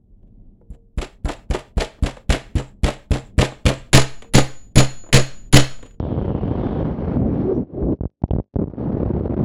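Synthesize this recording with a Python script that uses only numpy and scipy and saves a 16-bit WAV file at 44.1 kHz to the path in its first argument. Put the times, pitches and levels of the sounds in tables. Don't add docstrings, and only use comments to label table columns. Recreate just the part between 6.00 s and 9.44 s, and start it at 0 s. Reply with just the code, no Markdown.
import sys
import numpy as np
from scipy import signal
from scipy.io import wavfile
from scipy.ndimage import uniform_filter1d

SR = 44100
rng = np.random.default_rng(int(sys.argv[2]) if len(sys.argv) > 2 else 0)


def volts(x):
    e = np.asarray(x, float) / 20
    return 10 ** e


def inscribe(sig):
    pcm = np.round(np.clip(np.atleast_2d(sig).T, -1, 1) * 32767)
    wavfile.write(sys.argv[1], SR, pcm.astype(np.int16))


N = 151704

# start in seconds, level in dB, push toward a stop (in soft-stop units),
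# eddy shedding pitch in Hz, shedding level in dB, hiss in dB.
AIRSTREAM = [(0, -27.5, -1.6, 200, -23, 0), (.5, -24, -1.3, 230, -9.5, 2),
             (.86, -22.5, -0.33, 200, -12.5, 4), (.96, -30, -0.29, 230, -8.5, 6),
             (1.15, -20, -0.39, 200, -9, -0.5), (1.2, -20.5, 0.62, 200, -3.5, -7),
             (1.43, -21, 0, 300.2, -4, 0), (1.51, -21.5, 0, 409.6, 5.5, 3.5),
             (1.605, -18, 0, 240, 1.5, -11), (1.66, -48, 0.42, 250, -8.5, -5.5),
             (1.795, -22, -0.078, 400, -5.5, -12.5), (1.93, -14.5, -0.27, 300, -7.5, -11.5),
             (1.975, -66, .5, 250, -5.5, -4.5), (2.52, -85, 0.85, 250, -5.5, -5.5),
             (2.66, -49, 1.2, 300, -14.5, -1.5), (2.762, -49.5, 2.9, 300, -17, 11.5),
             (2.79, -29, 1.03, 300, -8, 3.5), (3.44, -25.5, 1.4, 250, -13.5, 0.5)]
# start in seconds, pitch in Hz, level against the turbulence in dB.
WHISTLE = [(0, 3336, -31.5), (.43, 2817, -34.5), (.62, 3300, -33), (.85, 3200, -34.5), (.95, 3100, -42.5),
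           (1.28, 1729, -42.5), (1.4, 3185, -44.5), (1.5, 4753, -60.5), (1.56, 5900, -50),
           (1.62, 6330, -73), (3.44, 4130, -75)]
# frequency in Hz, density in dB per Hz.
TURBULENCE_SPECTRUM = [(30, 8.5), (80, 0), (250, -2.5), (500, -10), (1000, -32.5), (2000, -44),
                       (3500, -55.5), (6500, -71.5)]
# centre in seconds, half-length in seconds,
# hiss in dB, rumble in dB.
EDDY_SWELLS = [(0.224, 0.073, 2.5, 7), (0.326, 0.034, -3.5, 2), (0.595, .07, 3, 5.5),
               (0.844, 0.023, 2.5, 4), (1.008, 0.033, 3.5, 6), (1.113, 0.056, 4, -2), (1.256, .04, -1.5, 7),
               (1.359, 0.064, 2.5, 2), (1.512, 0.026, -2, -4.5), (1.727, .07, 2.5, -9),
               (1.88, 0.028, -10, 0.5), (2.626, .03, -8, 1), (3.382, .03, 2.5, 0)]
# start in seconds, length in seconds, gain change in dB.
LULLS = [(0.318, 0.028, -0.5), (1.824, 0.029, 4), (1.898, 0.017, -4.5), (2.0, .2, -12), (2.24, .06, -8),
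         (2.426, 0.098, -8.5), (3.046, 0.0049, -11), (0.833, 0.014, -9.5), (2.91, 0.0039, -15.5),
         (2.954, 0.011, -4), (3.117, 0.014, -7), (3.204, 0.028, -6.5), (3.255, 0.013, 1),
         (3.281, 0.012, -22.5), (3.349, 0.014, -13.5)]
# start in seconds, length in seconds, level in dB.
FREED = [
    (2.606, 0.03, -24.5),
]
# time in seconds, # jump in
FLIPS = [(2.0095, 0.51), (2.0356, -0.4), (2.0366, 0.17), (2.0547, 0.51), (2.238, -0.82), (2.2388, 0.19),
         (2.2392, -0.86), (2.2398, 0.81), (2.3084, 0.47), (2.3094, 0.5), (2.31, -0.54), (2.3108, 0.7),
         (2.3339, -0.47), (2.3354, -0.49), (2.3362, 0.53), (2.3516, 0.3), (2.3521, 0.28), (2.3633, -0.64),
         (2.3639, 0.12), (2.3404, -.05), (2.3686, -0.11), (2.3719, -0.04), (2.3848, -0.22), (2.3859, 0.68),
         (2.3998, -0.59), (2.4005, 0.29), (2.5583, -0.19), (2.559, 0.72), (2.5653, -0.63), (2.5662, 0.4),
         (2.5876, -0.22), (2.5882, 0.03), (2.5893, 0.44), (2.5922, -0.26), (2.5927, -0.25),
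              (2.5939, 0.54), (2.5978, -0.46), (2.5989, 0.43), (2.6394, -0.26), (2.6408, 0.44),
              (2.6595, -0.09), (2.6736, -0.16), (2.6748, 0.1), (2.6804, -0.22), (2.6819, 0.16),
              (2.7104, -0.04), (2.7361, -0.16), (2.7372, 0.16)]
# centre in seconds, depth in full scale, length in milliseconds.
STOP_DIPS = [(1.927, .25, 1.5), (2.6064, .14, 1.5), (2.6132, .25, 1.), (2.6169, .42, 1.4),
             (2.62, .17, 1.1), (2.6227, .45, 1.2), (2.6275, .3, 1.2), (2.6999, .09, 2.), (2.7332, .03, .9),
             (2.7423, .04, 1.), (2.7531, .04, .9), (2.756, .07, 1.), (2.7735, .1, 1.5), (2.789, .15, 1.2),
             (2.798, .15, 2.), (2.839, .2, 1.2),
             (2.8773, 0.3, 2.9), (2.9005, 0.38, 1.2), (2.9051, 0.41, 1.3), (2.9324, 0.42, 1.1),
        (2.9445, 0.31, 3.8), (2.9529, 0.35, 1.3), (2.9705, 0.44, 1.0), (3.0013, 0.47, 1.9),
        (3.032, 0.53, 1.1), (3.061, 0.36, 2.4), (3.0777, 0.37, 2.2), (3.0799, 0.29, 1.5),
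        (3.103, 0.55, 1.5), (3.1062, 0.54, 1.4), (3.1117, 0.41, 1.6), (3.1535, 0.43, 1.5),
        (3.1656, 0.33, 2.0), (3.1706, 0.34, 0.8), (3.1796, 0.36, 1.2), (3.2096, 0.49, 1.2),
        (3.2119, 0.35, 1.1), (3.2564, 0.43, 1.2), (3.2613, 0.48, 0.9), (3.2988, 0.49, 1.2),
        (3.3073, 0.33, 2.2), (3.3244, 0.43, 0.9), (3.3377, 0.36, 1.3), (3.341, 0.36, 0.9),
        (3.4111, 0.44, 2.0), (3.4189, 0.32, 1.2)]
# centre in seconds, depth in full scale, length in milliseconds.
SMALL_DIPS = [(2.7811, 0.16, 1.1), (2.7851, 0.13, 1.1), (2.8032, 0.15, 0.9), (2.8056, 0.14, 0.8),
              (2.8129, 0.16, 2.2), (2.826, 0.13, 1.0), (2.8299, 0.18, 1.9), (2.856, 0.2, 1.7),
              (2.8609, 0.22, 2.3), (2.8644, 0.18, 1.0), (2.8676, 0.16, 1.5), (2.8709, 0.22, 1.7),
              (2.8846, 0.15, 2.7), (2.8966, 0.16, 1.5), (2.9151, 0.13, 0.9), (2.9288, 0.13, 1.8),
              (2.942, 0.22, 1.2), (2.9499, 0.31, 2.4), (2.9752, 0.16, 1.0), (2.9775, 0.15, 0.9),
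              (2.9799, 0.19, 1.0), (3.0058, 0.18, 1.1), (3.0075, 0.24, 1.0), (3.0183, 0.19, 1.5),
              (3.0241, 0.14, 0.9), (3.0592, 0.19, 2.7), (3.0762, 0.16, 1.4), (3.101, 0.16, 0.8),
              (3.1382, 0.2, 2.0), (3.151, 0.17, 0.9), (3.1587, 0.16, 1.1), (3.1917, 0.17, 1.0),
              (3.2366, 0.14, 1.7), (3.2586, 0.22, 1.1), (3.2772, 0.19, 1.1), (3.3227, 0.17, 0.8),
              (3.3666, 0.2, 1.5), (3.3696, 0.17, 1.1), (3.3771, 0.31, 1.3), (3.3916, 0.31, 1.0),
              (3.3975, 0.2, 1.4), (3.4029, 0.18, 2.5), (3.4058, 0.19, 1.0), (3.4277, 0.16, 1.7),
              (3.4361, 0.19, 1.6)]
# time in seconds, size in full scale.
STRAP_SLAPS = [(.002, 0.52), (0.028, 0.32), (.038, 0.27), (0.052, .25), (0.081, 0.16), (.126, 0.22),
               (.165, 0.33), (0.109, 0.22), (.117, 0.23), (0.178, 0.44), (0.193, 0.21), (0.214, 0.4),
               (0.28, 0.41), (.305, 0.62), (0.35, 0.44), (.414, 0.27), (0.433, 0.33), (.512, 0.35),
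               (.522, 0.28), (0.581, 0.17), (0.604, 0.16), (0.661, 0.34), (0.809, 0.43), (.828, 0.49),
               (0.847, 0.21), (0.854, 0.4), (.872, 0.19), (0.907, 0.31), (0.986, 0.27), (1.081, 0.38),
               (1.17, 0.55), (1.218, 0.28), (1.268, 0.22), (1.826, 0.32)]
# centre in seconds, half-length in seconds, pitch in Hz, level in dB.
CHATTER = (2.3097, .0005, 3000, -34)
# time in seconds, peak in dB.
SEAMS = [(1.652, -64), (1.812, -52), (1.872, -56), (1.917, -54), (1.928, -48), (1.962, -60), (1.972, -62),
         (2.102, -58), (2.222, -42), (2.282, -47), (2.332, -50), (2.352, -44), (2.372, -50), (2.432, -64),
         (2.442, -60), (2.542, -44), (2.552, -58), (2.572, -54), (2.602, -56), (2.682, -48), (2.699, -52),
         (2.711, -54)]

DRIVE, PATCHY_DB, GUST_DB = 0.91, 1, 1.2
STOP = .33
HISS_FROM_HZ, RUMBLE_HZ = 756, 108
WHISTLE_WIDTH_HZ, SHED_WIDTH_HZ = 480, 60
FLIP_S, CRACK_S, CRACK_SHARE = .0004, .00011, .06
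DIP_SHARE, SMALL_DIP_GAIN = .85, 1.46
SLAP_FALL_S = .009
LOW_CUT_HZ, TREBLE_CUT_HZ = 61, 7700
FRAME_S = .02
EARLY_GHOST_DB, LATE_GHOST_DB, GHOST_LOSS_DB = -23.5, -29, -8
TONE_HZ, TONE_DB = 15728, -70


def in_time(rows):
    s, *columns = np.transpose(rows)
    return [np.interp(np.arange(N) / SR, s, c) for c in columns]


def rms_one(x):
    return x / np.sqrt(np.mean(np.abs(x) ** 2) + 1e-20)


def drift(rate_hz):
    r = np.exp(-2 * np.pi * rate_hz / SR)
    noise = rng.standard_normal(N + SR)
    return rms_one(signal.lfilter([1], [1, -2 * r, r * r], noise)[SR:])


def narrow(hz, width_hz):
    swell = drift(width_hz) + 1j * drift(width_hz)
    size = np.abs(swell)
    swell = swell * np.tanh(size / 1.2) / (size + 1e-9)
    carrier = np.exp(2j * np.pi * np.cumsum(hz) / SR)
    return rms_one((swell * carrier).real)


def window(start, length):
    t = np.arange(N) / SR
    return np.clip(np.minimum(t - start, start + length - t) / .004 + .5, 0, 1)


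def faint_tone(x):
    loud = uniform_filter1d(np.abs(x), size=400)
    return volts(TONE_DB) * loud ** 2 * 10 * narrow(np.full(N, TONE_HZ), 40)


def ghosts(x):
    lag = int(FRAME_S * SR)
    dull = signal.sosfilt(signal.butter(2, [110, 1100], "band", fs=SR, output="sos"), x)
    out = volts(EARLY_GHOST_DB) * np.r_[dull[lag:], np.zeros(lag)]
    for k in range(1, 5):
        out[k * lag:] += volts(LATE_GHOST_DB + GHOST_LOSS_DB * (k - 1)) * dull[:N - k * lag]
    return out


def seam_clicks():
    seams = np.zeros(N)
    for s, db in SEAMS:
        seams[int(s * SR)] = volts(db)
    return -signal.lfilter([1], [1, -.9], seams)


def chatter():
    s, half_length, hz, db = CHATTER
    since = (np.arange(N) / SR - s) / half_length
    return volts(db) * np.exp(-since ** 2) * np.sin(2 * np.pi * hz * half_length * since)


def strap_slaps():
    kicks = np.zeros(N)
    for s, size in STRAP_SLAPS:
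        kicks[int(s * SR)] = size
    sag = signal.lfilter([1], [1, -np.exp(-1 / (SLAP_FALL_S * SR))], kicks + 1e-18)
    return signal.sosfilt(signal.bessel(4, 1050, fs=SR, output="sos"), sag)


def flips():
    t = np.arange(N) / SR
    small = [(s, SMALL_DIP_GAIN * depth, ms) for s, depth, ms in SMALL_DIPS]
    jumps = FLIPS
    for s, depth, ms in [*STOP_DIPS, *small]:
        for way in (-1, 1):
            jumps.append((s + way * ms / 2000, way * DIP_SHARE * depth))
    out = np.zeros(N)
    reach = SR // 200
    for s, jump in jumps:
        i = int(s * SR)
        near = t[i - reach:i + reach] - s
        crack = np.sign(near) * (1 - np.exp(-np.abs(near) / CRACK_S))
        swing = (1 - CRACK_SHARE) * np.tanh(near / FLIP_S) + CRACK_SHARE * crack
        out[i - reach:i + reach] += jump / 2 * (1 + swing)
        out[i + reach:] += jump
    return out


def turbulence():
    out = 0
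    edges = 25 * 2 ** np.arange(0, 8.6, .5)
    white = rng.standard_normal((2, N))
    hz, db = np.transpose(TURBULENCE_SPECTRUM)
    for k, (low, high) in enumerate(zip(edges, edges[1:])):
        band = signal.sosfilt(signal.butter(3, [low, high], "band", fs=SR, output="sos"), white[k % 2])
        band_db = np.interp(np.log(low * high) / 2, np.log(hz), db)
        out = out + band * volts(band_db + PATCHY_DB * drift(35))
    return rms_one(out)


def capsule(push, shed_hz, shed_db):
    air = turbulence()
    pushes = np.linspace(-4, 4, 33)
    trial = np.tanh(pushes[:, None] + DRIVE * air[::50])
    rest = np.interp(push, pushes, trial.mean(axis=1))
    swing = np.interp(push, pushes, trial.std(axis=1))
    squeezed = (np.tanh(push + DRIVE * air) - rest) / swing
    hum = volts(shed_db) * narrow(shed_hz, SHED_WIDTH_HZ)
    return (squeezed + hum) / np.sqrt(1 + volts(shed_db) ** 2)


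def eddy_swells(column):
    t = np.arange(N) / SR
    return sum(row[column] * np.exp(-((t - row[0]) / row[1]) ** 2) for row in EDDY_SWELLS)


def roar():
    level_db, push, shed_hz, shed_db, hiss_db = in_time(AIRSTREAM)
    lull_db = sum(db * window(s, length) for s, length, db in LULLS)
    gain = volts(level_db + GUST_DB * drift(55) + lull_db)
    gain = gain + sum(volts(db) * window(s, length) for s, length, db in FREED)
    hiss_db = hiss_db + eddy_swells(2)
    deeper_db = eddy_swells(3)
    both = capsule(push, shed_hz, shed_db) + capsule(push, shed_hz, shed_db)
    rumble = signal.lfilter(*signal.butter(1, RUMBLE_HZ, fs=SR), both)
    both = both + (volts(deeper_db) - 1) * rumble

    def split(side):
        once = signal.butter(2, HISS_FROM_HZ, side, fs=SR, output="sos")
        return signal.sosfilt(np.tile(once, (2, 1)), both)

    low, hiss = split("low"), split("high")
    whistle_hz, whistle_db = in_time(WHISTLE)
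    whistle = volts(whistle_db) * narrow(whistle_hz, WHISTLE_WIDTH_HZ)
    stopped = STOP * np.tanh(gain * low / STOP)
    held = signal.sosfilt(signal.butter(2, 1600, fs=SR, output="sos"), stopped)
    return held + gain * (volts(hiss_db) * hiss + whistle)


def scene():
    return (strap_slaps() + flips() + roar())[None]


def roll_off(x):
    return signal.sosfilt(signal.butter(12, 15900, fs=SR, output="sos"), x)


def record(dry):
    x = signal.sosfilt(signal.butter(3, LOW_CUT_HZ, "high", fs=SR, output="sos"), dry[0])
    out = x + ghosts(x) + seam_clicks() + chatter()
    out = signal.sosfilt(signal.cheby2(8, 45, TREBLE_CUT_HZ, fs=SR, output="sos"), out)
    out = out + faint_tone(x)
    return roll_off(out[None])


dry = scene()
out = record(dry)
inscribe(out)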